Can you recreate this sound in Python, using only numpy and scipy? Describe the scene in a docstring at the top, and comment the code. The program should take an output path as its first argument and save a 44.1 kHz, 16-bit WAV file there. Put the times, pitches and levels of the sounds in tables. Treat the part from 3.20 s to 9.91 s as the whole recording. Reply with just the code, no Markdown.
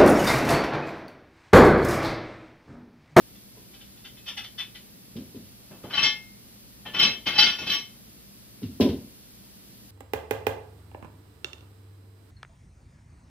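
"""In a small bedroom, a dumbbell is stripped: its collar clinks as it is spun loose, then iron plates
scrape and chatter off the steel bar. Weights meet the carpeted floor, last a plate with a dull thud.
Metal is made of noise cracks and dying tones, repeated by tiny slips; thuds add a floor boom.
Shaped noise makes the low rumble and microphone hiss, and sine waves make the hum."""
import sys
import numpy as np
from scipy import signal
from scipy.fft import rfft, irfft, next_fast_len
from scipy.io import wavfile
from scipy.ndimage import map_coordinates

SR = 44100
rng = np.random.default_rng(int(sys.argv[2]) if len(sys.argv) > 2 else 0)


def generate_wav(signal):
    """Clip the signal to [-1, 1] and save it as 16-bit WAV at the path in sys.argv[1]."""
    frames = np.transpose(np.atleast_2d(signal))
    scaled = np.clip(frames, -1, 1) * 32767
    pcm = np.round(scaled).astype(np.int16)
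    wavfile.write(sys.argv[1], SR, pcm)


N = 295822
T = np.arange(SR * 3 // 4) / SR  # time within one blow, in seconds

# Tone colour of iron striking hard. Each row: frequency in Hz, relative level in dB.
CLACK_COLOUR = [(300, -30), (700, -12), (1200, -9), (1900, -3), (2500, -3), (3200, 1), (3800, -5),
                (4300, -16), (4900, -21), (5550, -18), (6100, -32), (7300, -46), (11000, -41), (15500, -45)]

CLANK_LEAD_S = 0.015  # a plate scrapes this long before it strikes
NEUTRAL_DB = -24.5  # level of a blow that is neither hard nor soft


def amp(db):
    """Turn decibels into a gain."""
    return 10 ** (np.asarray(db) / 20)


def unit(x):
    """Scale a sound to rms 1."""
    return x / np.sqrt(np.mean(x ** 2) + 1e-20)


def blow(x):
    """Scale each channel to the energy of 30 ms at rms 1, so that short and long blows compare."""
    energy = np.sum(x ** 2, axis=-1, keepdims=True)
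    return x / np.sqrt(energy / (0.03 * SR) + 1e-20)


def along(points, hz):
    """Read a curve of (Hz, value) points at any frequency, on a log axis."""
    point_hz, value = np.transpose(points)
    return np.interp(np.log(hz + 1), np.log(point_hz + 1), value)


def filtered(x, gain):
    """Multiply the spectrum by a gain that depends on frequency."""
    n = x.shape[-1]
    padded = next_fast_len(n + 4096, True)  # spare silence between the end and the start
    spectrum = rfft(x, padded) * gain(np.fft.rfftfreq(padded, 1 / SR))
    return irfft(spectrum, padded)[..., :n]


def coloured(x, colour):
    """Shape a sound with a curve of (Hz, dB) points."""
    return filtered(x, lambda hz: amp(along(colour, hz)))


def add(track, s, sound):
    """Mix a sound into the track from time s in seconds."""
    part = track[:, max(0, round(s * SR)):][:, :sound.shape[1]]
    part += sound[:, :part.shape[1]]


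def burst(colour, t60, attack):
    """A coloured noise crack that swells and dies with the room's echoes, as mid and side."""
    noise = coloured(rng.standard_normal((2, len(T))), colour)
    return blow(noise * amp(-60 * T / t60) * (1 - np.exp(-T / attack)))


def decays(modes, attack):
    """One dying complex sine for each mode (Hz, dB, seconds to fall 60 dB), swelling as the room fills."""
    hz, db, t60 = np.transpose(modes)[:, :, None]
    swell = 1 - np.exp(-T / attack)
    return amp(db - 60 * T / t60) * np.exp(2j * np.pi * hz * T) * swell


def ring(waves, scatter_db):
    """Each blow rings the modes at new strengths and phases; side is about a quarter cycle off mid."""
    count = len(waves)
    mid = amp(scatter_db * rng.standard_normal(count)) * np.exp(2j * np.pi * rng.random(count))
    side = mid * 1j * np.exp(0.5j * rng.standard_normal(count))
    return blow((np.array([mid, side]) @ waves).real)


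def chatter(sound, lead, scrape_db, bounce_db, count=16):
    """Tiny slips swell from nothing up to the main contact, and the parts bounce for as long again."""
    n = max(2, round(lead * SR))
    when = (np.arange(count) + rng.random(count)) * 2 / count - 1  # -1 to 1, main contact at 0
    level = amp(np.where(when < 0, scrape_db, bounce_db))
    size = rng.choice([-1, 1], count) * (1 - abs(when)) * level
    force = np.bincount(((when + 1) * n).astype(int), size, 2 * n + 1)
    force[n] = 1  # the main contact
    return blow(signal.fftconvolve(sound, force[None], axes=1))


def walls(sound, wet_db):
    """Add the room's answer as dying noise, new for each contact; the energy is evened out again."""
    # How long the room answers. Each row: frequency in Hz, time to fall 60 dB in seconds.
    room_fade = [(100, 0.48), (250, 0.502), (600, 0.057), (2000, 0.25), (5000, 0.3), (12000, 0.24)]
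    hz, t, z = signal.stft(rng.standard_normal((2, SR // 3)), SR, nperseg=256)
    fade = amp(-60 * t / along(room_fade, hz)[:, None])
    tail = signal.istft(z * fade, SR, nperseg=256)[1]
    tail *= amp(wet_db) / np.linalg.norm(tail[0])
    tail[:, 0] += 1  # the direct sound
    return blow(signal.fftconvolve(sound, tail, axes=1)[:, :sound.shape[1]])


def background():
    """Steady shaped noise gives rumble and microphone hiss; sines of drifting phase give electric hum."""
    # Tone colour of the room rumble. Each row: frequency in Hz, relative level in dB.
    rumble_colour = [(12, -48.5), (20, -23), (59, -1), (82, -13.5), (109, -6), (166, -6), (198, -2.5),
                     (387, -12.5), (431, -14.5), (566, -17.5), (1500, -33), (1950, -58.5), (3300, -120)]
    # Tone colour of the microphone hiss. Each row: frequency in Hz, relative level in dB.
    hiss_colour = [(500, -30.5), (1000, -4.5), (2000, -1.5), (3000, -0.5), (4700, 0.5), (7000, -8.5),
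                   (9500, -6.5), (11500, 1), (12900, -1.5), (13400, 0.5), (15500, -4)]
    # Stereo width of both noises. Each row: frequency in Hz, side over mid in dB.
    air_width = [(30, 1), (100, -5.5), (300, -4.5), (700, 0.5), (1500, -2), (4000, 1.5), (7000, 8),
                 (15000, 5.5)]
    # Tones of the electric hum. Each row: frequency in Hz, rms level in dB.
    hum_tones = [(58.5, -86), (115, -63.5), (199, -63), (233, -71)]

    def noise(colour):
        return unit(coloured(rng.standard_normal((2, N)), colour))

    mid, side = amp(-56.0) * noise(rumble_colour) + amp(-57.0) * noise(hiss_colour)
    side = coloured(side, air_width)
    t = np.arange(N) / SR
    for hz, db in hum_tones:
        # the phase wanders smoothly between about two random values a second
        drift = map_coordinates(rng.standard_normal(64), [t * 2.05], mode="mirror")
        mid = mid + amp(db) * np.sqrt(2) * np.sin(2 * np.pi * hz * t + 0.8 * drift)
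    return np.array([mid + side, mid - side])


def thuds():
    """The carpet softens each landing; floor and room boom, and the iron gives a short damped clack."""
    # Weights meeting the floor. Each row: start in seconds, relative level in dB,
    # relative level of the metal clack against it in dB, softness in dB per octave (more is duller).
    landings = [(.372, -55.5, -9, -5.5), (1.956, -36.5, -13.5, 4.5), (2.146, -41.5, -18.5, 3.5),
                (2.239, -58, -8, 28), (5.42, -35.5, -15.5, 10), (5.432, -37.5, -25, 13),
                (5.600, -17, -13.5, -1), (5.680, -27.5, -16, 5)]
    # Boom of floor and room. Each row: frequency in Hz, relative level in dB, time to fall 60 dB in seconds.
    boom_modes = [(98, -7, .48), (234, -6, .38), (253, 0, .42), (292, -10, .26), (342, -4, .25),
                  (396, -2, .28), (436, -5, .28), (542, -12, .3), (673, -17, .23), (790, -20, .24),
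                  (1012, -18, .25)]
    # Tone colour of the thump. Each row: frequency in Hz, relative level in dB.
    thump_colour = [(35, -40), (65, -5), (95, -5), (150, -6), (250, 8), (420, -4), (600, -11), (850, -27),
                    (1020, -16.5), (1200, -60), (2500, -49)]
    push_hz = 418  # the floor's first give under a weight
    rim_colour = [(900, 4), (2000, -3), (2700, 2.5), (3400, 0), (4500, 13), (7500, 7.5), (15000, 26.0)]

    track, boom = np.zeros((2, N)), decays(boom_modes, attack=0.0051)
    for s, db, clack_db, soft_db in landings:
        # the first push on the floor is short, swelling faster than the room's boom
        push = blow(decays([(push_hz, 0, 0.035)], attack=0.0017).imag)
        thump = burst(thump_colour, t60=0.41, attack=0.00092)
        low = amp(-7.0) * push + amp(1) * thump + amp(-5.0) * ring(boom, scatter_db=1.0)
        low = filtered(low, lambda hz: amp(-soft_db * np.log2(np.clip(hz, 130, 1500) / 250)))
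        add(track, s, amp(db + 3.5) * blow(low))
        # the rim touches down just after the face
        rim = coloured(burst(CLACK_COLOUR, t60=0.27, attack=0.00092), rim_colour)
        add(track, s + 0.007, amp(db + clack_db - 3.0) * rim)
    # the small room carries little below its lowest mode
    return signal.sosfilt(signal.butter(4, 70, "highpass", fs=SR, output="sos"), track)


def collar():
    """The loose collar rattles on the thread as the hand turns it: noise cracks with a high, short ring."""
    # Clinks of the collar spun along the bar. Each row: time of the strike in seconds, relative level in dB.
    clinks = [(0.155, -56.5), (0.542, -50), (.611, -49), (.773, -55.5), (.854, -41.5), (.974, -50.5),
              (1.068, -38.5), (1.086, -31.5), (1.178, -30.5), (1.244, -38.5), (1.39, -30.5), (1.403, -33),
              (1.556, -42)]
    # The collar's ring. Each row: frequency in Hz, relative level in dB,
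    # time to fall 60 dB in seconds before the extra damping below.
    collar_modes = [(794, -8.5, 0.16), (1300, -34, .2), (1980, 0, 0.082), (2575, -2, 0.36),
                    (3072, 2.5, 0.22), (3040, -33, 0.29), (3520, 3.5, 0.19), (3550, -11, 0.38),
                    (3800, -26, .24), (4070, -7, 0.26), (4570, -10, 0.19), (5182, -21.5, 0.26),
                    (5880, -26.5, 0.36), (6340, -39, 0.25), (6840, -54, 0.14), (7460, -54, 0.14),
                    (8600, -41, 0.14)]
    lead_s = 0.016  # the collar scrapes this long before it strikes
    damping = 50  # extra fall of the ring, dB per second
    small_part = [(2500, -4.0), (4300, 0.5), (7000, 12)]  # the small part sounds brighter: (Hz, dB)

    track, waves = np.zeros((2, N)), decays(collar_modes, attack=0.0038)
    for s, db in clinks:
        crack = burst(CLACK_COLOUR, t60=0.23, attack=0.00082)
        hit = crack + amp(-1) * ring(waves * amp(-damping * T), scatter_db=1.0)
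        hit = coloured(hit, small_part)
        clink = chatter(hit, lead_s, scrape_db=4, bounce_db=-28)
        add(track, s - lead_s, amp(db - 3.5) * clink)
    return track


def contacts(s, db, rattle_s, count=3):
    """A blow, then the plate falls back on the bar at uneven intervals, ever more weakly: (s, dB)."""
    rebound_s, fall_db = 0.02, 17  # average time between contacts; fall over the length of a rattle
    after = rebound_s * (np.arange(count) + 0.75 + 0.5 * rng.random(count))
    after = np.append(0, after)
    return zip(s + after, db - fall_db * after / max(rattle_s, 0.001))


def clank(bar, grip, bright_db, force_db):
    """One contact of iron on steel: a dense clack and the bar's ring under the hand, amid tiny slips."""
    bar_db = 6.5  # the bar's ring over the clack, for a neutral blow
    # harder blows ring more (dB per dB of force) and are brighter (dB per octave per dB of force)
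    ring_per_db, bright_per_db = 0.1, 0.28

    held = walls(ring(bar * amp(-grip * T), scatter_db=3.5), wet_db=-1)
    clack = burst(CLACK_COLOUR, t60=0.28, attack=0.00025)
    hit = clack + amp(bar_db + ring_per_db * force_db) * held
    slope_db = bright_db + bright_per_db * force_db
    hit = filtered(hit[:, :SR // 2], lambda hz: amp(slope_db * np.log2(np.clip(hz, 1000, 7000) / 3000)))
    return chatter(hit, CLANK_LEAD_S, scrape_db=-2.5, bounce_db=-9)


def plates():
    """Plates catch, slip and rattle on the bar; each blow adds a low knock and the plate's own tones."""
    # Plates against the bar. Each row: time of the strike in seconds, relative level in dB,
    # length of the rattle after it in seconds, level of the low knock in dB.
    clanks = [(2.512, -54.5, 0.047, -46), (2.642, -46.5, 0.018, -38), (2.708, -38, .04, -55),
              (2.738, -28, 0.18, -48), (2.778, -21.5, 0.081, -39.5), (2.831, -17, .045, -38),
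              (3.662, -36.5, .015, -43.5), (3.746, -27, 0.088, -39.5), (3.796, -16, 0.023, -38),
              (3.829, -16.5, 0.053, -31.5), (4.069, -22.5, 0.039, -36), (4.137, -30.5, 0.017, -44),
              (4.157, -27, 0.025, -44), (4.189, -12.5, 0.064, -35), (4.227, -18, 0.016, -39.5),
              (4.265, -20.5, 0.043, -43.5), (4.388, -32.5, .03, -44.5), (4.422, -36.5, 0.046, -41),
              (4.471, -28, 0.037, -41.5), (4.498, -21.5, 0.064, -40), (4.527, -30, .08, -52)]
    # Ringing of the loaded bar. Each row: frequency in Hz, relative level in dB.
    bar_modes = [(852.2, -12), (1144, -10.5), (1435, -8.5), (1750, -9.5), (2140, -7.5), (2165, -8.5),
                 (2558, -15), (2611, 0), (2714, -35), (3063, 4.5), (3120, 6), (3190, -6), (3334, -11.5),
                 (3460, -3.5), (3530, -12.5), (4005, -2.5), (4040, -10), (4608, -3.5), (4110, -7.5),
                 (5133, -9), (5557, -6.5), (5710, -10), (6300, -21), (6950, -65), (7820, -62), (8350, -42),
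                 (9090, -66.5), (9400, -34.5), (10330, -31.5), (10950, -30.5), (12100, -26.5),
                 (12450, -32.5)]
    # The bar's fade before the hand damps it. Each row: frequency in Hz, time to fall 60 dB in seconds.
    bar_fade = [(800, 0.34), (3100, 0.21), (4600, 0.095), (6400, 0.15), (12000, 0.16)]
    # Tones that sing out of a loosely held plate. Each row: frequency in Hz, relative level in dB,
    # time to fall 60 dB in seconds before the hand damps it.
    plate_modes = [(847, -10.5, 0.21), (1138, -4, 0.21), (1449, -10, .15), (2130, 1.5, 0.54),
                   (2612, -4, 0.17), (3120, 3.5, 0.26), (3610, -5, .2), (3995, -7, .17), (4486, 0.5, 0.26),
                   (5000, -6.5, 0.17), (5350, -7.5, .17), (5850, -18.5, .17), (6370, -14.5, .2),
                   (8350, -34, 0.17), (9770, -30.5, .2)]
    # How the iron is held, loosest as a plate comes away. Each row: time in seconds,
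    # damping by the hand in dB per second, brightness of a neutral contact in dB per octave.
    hold_rows = [(2.64, 87, -2), (2.73, 18, -2.5), (2.85, 23, -0.5), (3.66, 86, -2), (3.82, 66.5, 0.5),
                 (4.2, 51.5, -1), (4.55, 60, 5)]
    # Tone colour of the low knock. Each row: frequency in Hz, relative level in dB.
    knock_colour = [(40, -27), (90, -3), (220, 2), (450, -4.5), (700, -8.5), (1300, -17), (3000, -43.5)]
    sing_db = -3  # the plate's tones against the blow, if the hand did not damp them
    choke_s = 0.23  # the grip also weakens these tones as much as this many seconds of its damping

    track = np.zeros((2, N))
    bar = decays([(hz, db, along(bar_fade, hz)) for hz, db in bar_modes], attack=0.0015)
    tones = decays(plate_modes, attack=0.01496)
    hold_s, *hold = np.transpose(hold_rows)
    for s, db, rattle_s, knock_db in clanks:
        grip, bright_db = (np.interp(s, hold_s, column) for column in hold)
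        for contact_s, contact_db in contacts(s, db, rattle_s):
            hit = clank(bar, grip, bright_db, db - NEUTRAL_DB)
            add(track, contact_s - CLANK_LEAD_S, amp(contact_db - 1.5) * hit)
        # the weight leans in just before the edges strike
        add(track, s - 0.004, amp(knock_db) * burst(knock_colour, t60=0.41, attack=0.0012))
        singing = ring(tones * amp(-grip * T), scatter_db=-2.0)
        add(track, s, amp(db + sing_db - grip * choke_s) * singing)
    return track


def scene():
    """Mix all layers; the metal and thuds are nearly mono in the bass, wide and a little left in the treble."""
    # Stereo width of the blows. Each row: frequency in Hz, side over mid in dB.
    stereo_width = [(100, -26), (400, -17.5), (1000, -12.5), (2200, -10), (3200, -5.5), (4300, -1.5),
                    (5600, 5), (12000, 5)]
    # Lean to the left. Each row: frequency in Hz, left over right in dB.
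    left_lean = [(300, 0), (1000, 1.5), (2500, 3.5), (4000, 1.5), (10000, 0.5)]
    mid, side = thuds() + collar() + plates()
    side = coloured(side, stereo_width)
    pair = np.array([mid + side, mid - side])
    # half of the lean lifts the left, half lowers the right
    pair = filtered(pair, lambda hz: amp(np.outer([0.5, -0.5], along(left_lean, hz))))
    return background() + pair


def record(dry):
    """Round off the sharpest peaks and keep nothing above a top frequency."""
    ceiling, top_hz = 0.85, 15600  # rounding level as a share of full scale; band limit in Hz
    rounded = dry / (1 + (dry / ceiling) ** 8) ** (1 / 8)
    return filtered(rounded, lambda hz: hz < top_hz)


dry = scene()
out = record(dry)
generate_wav(out)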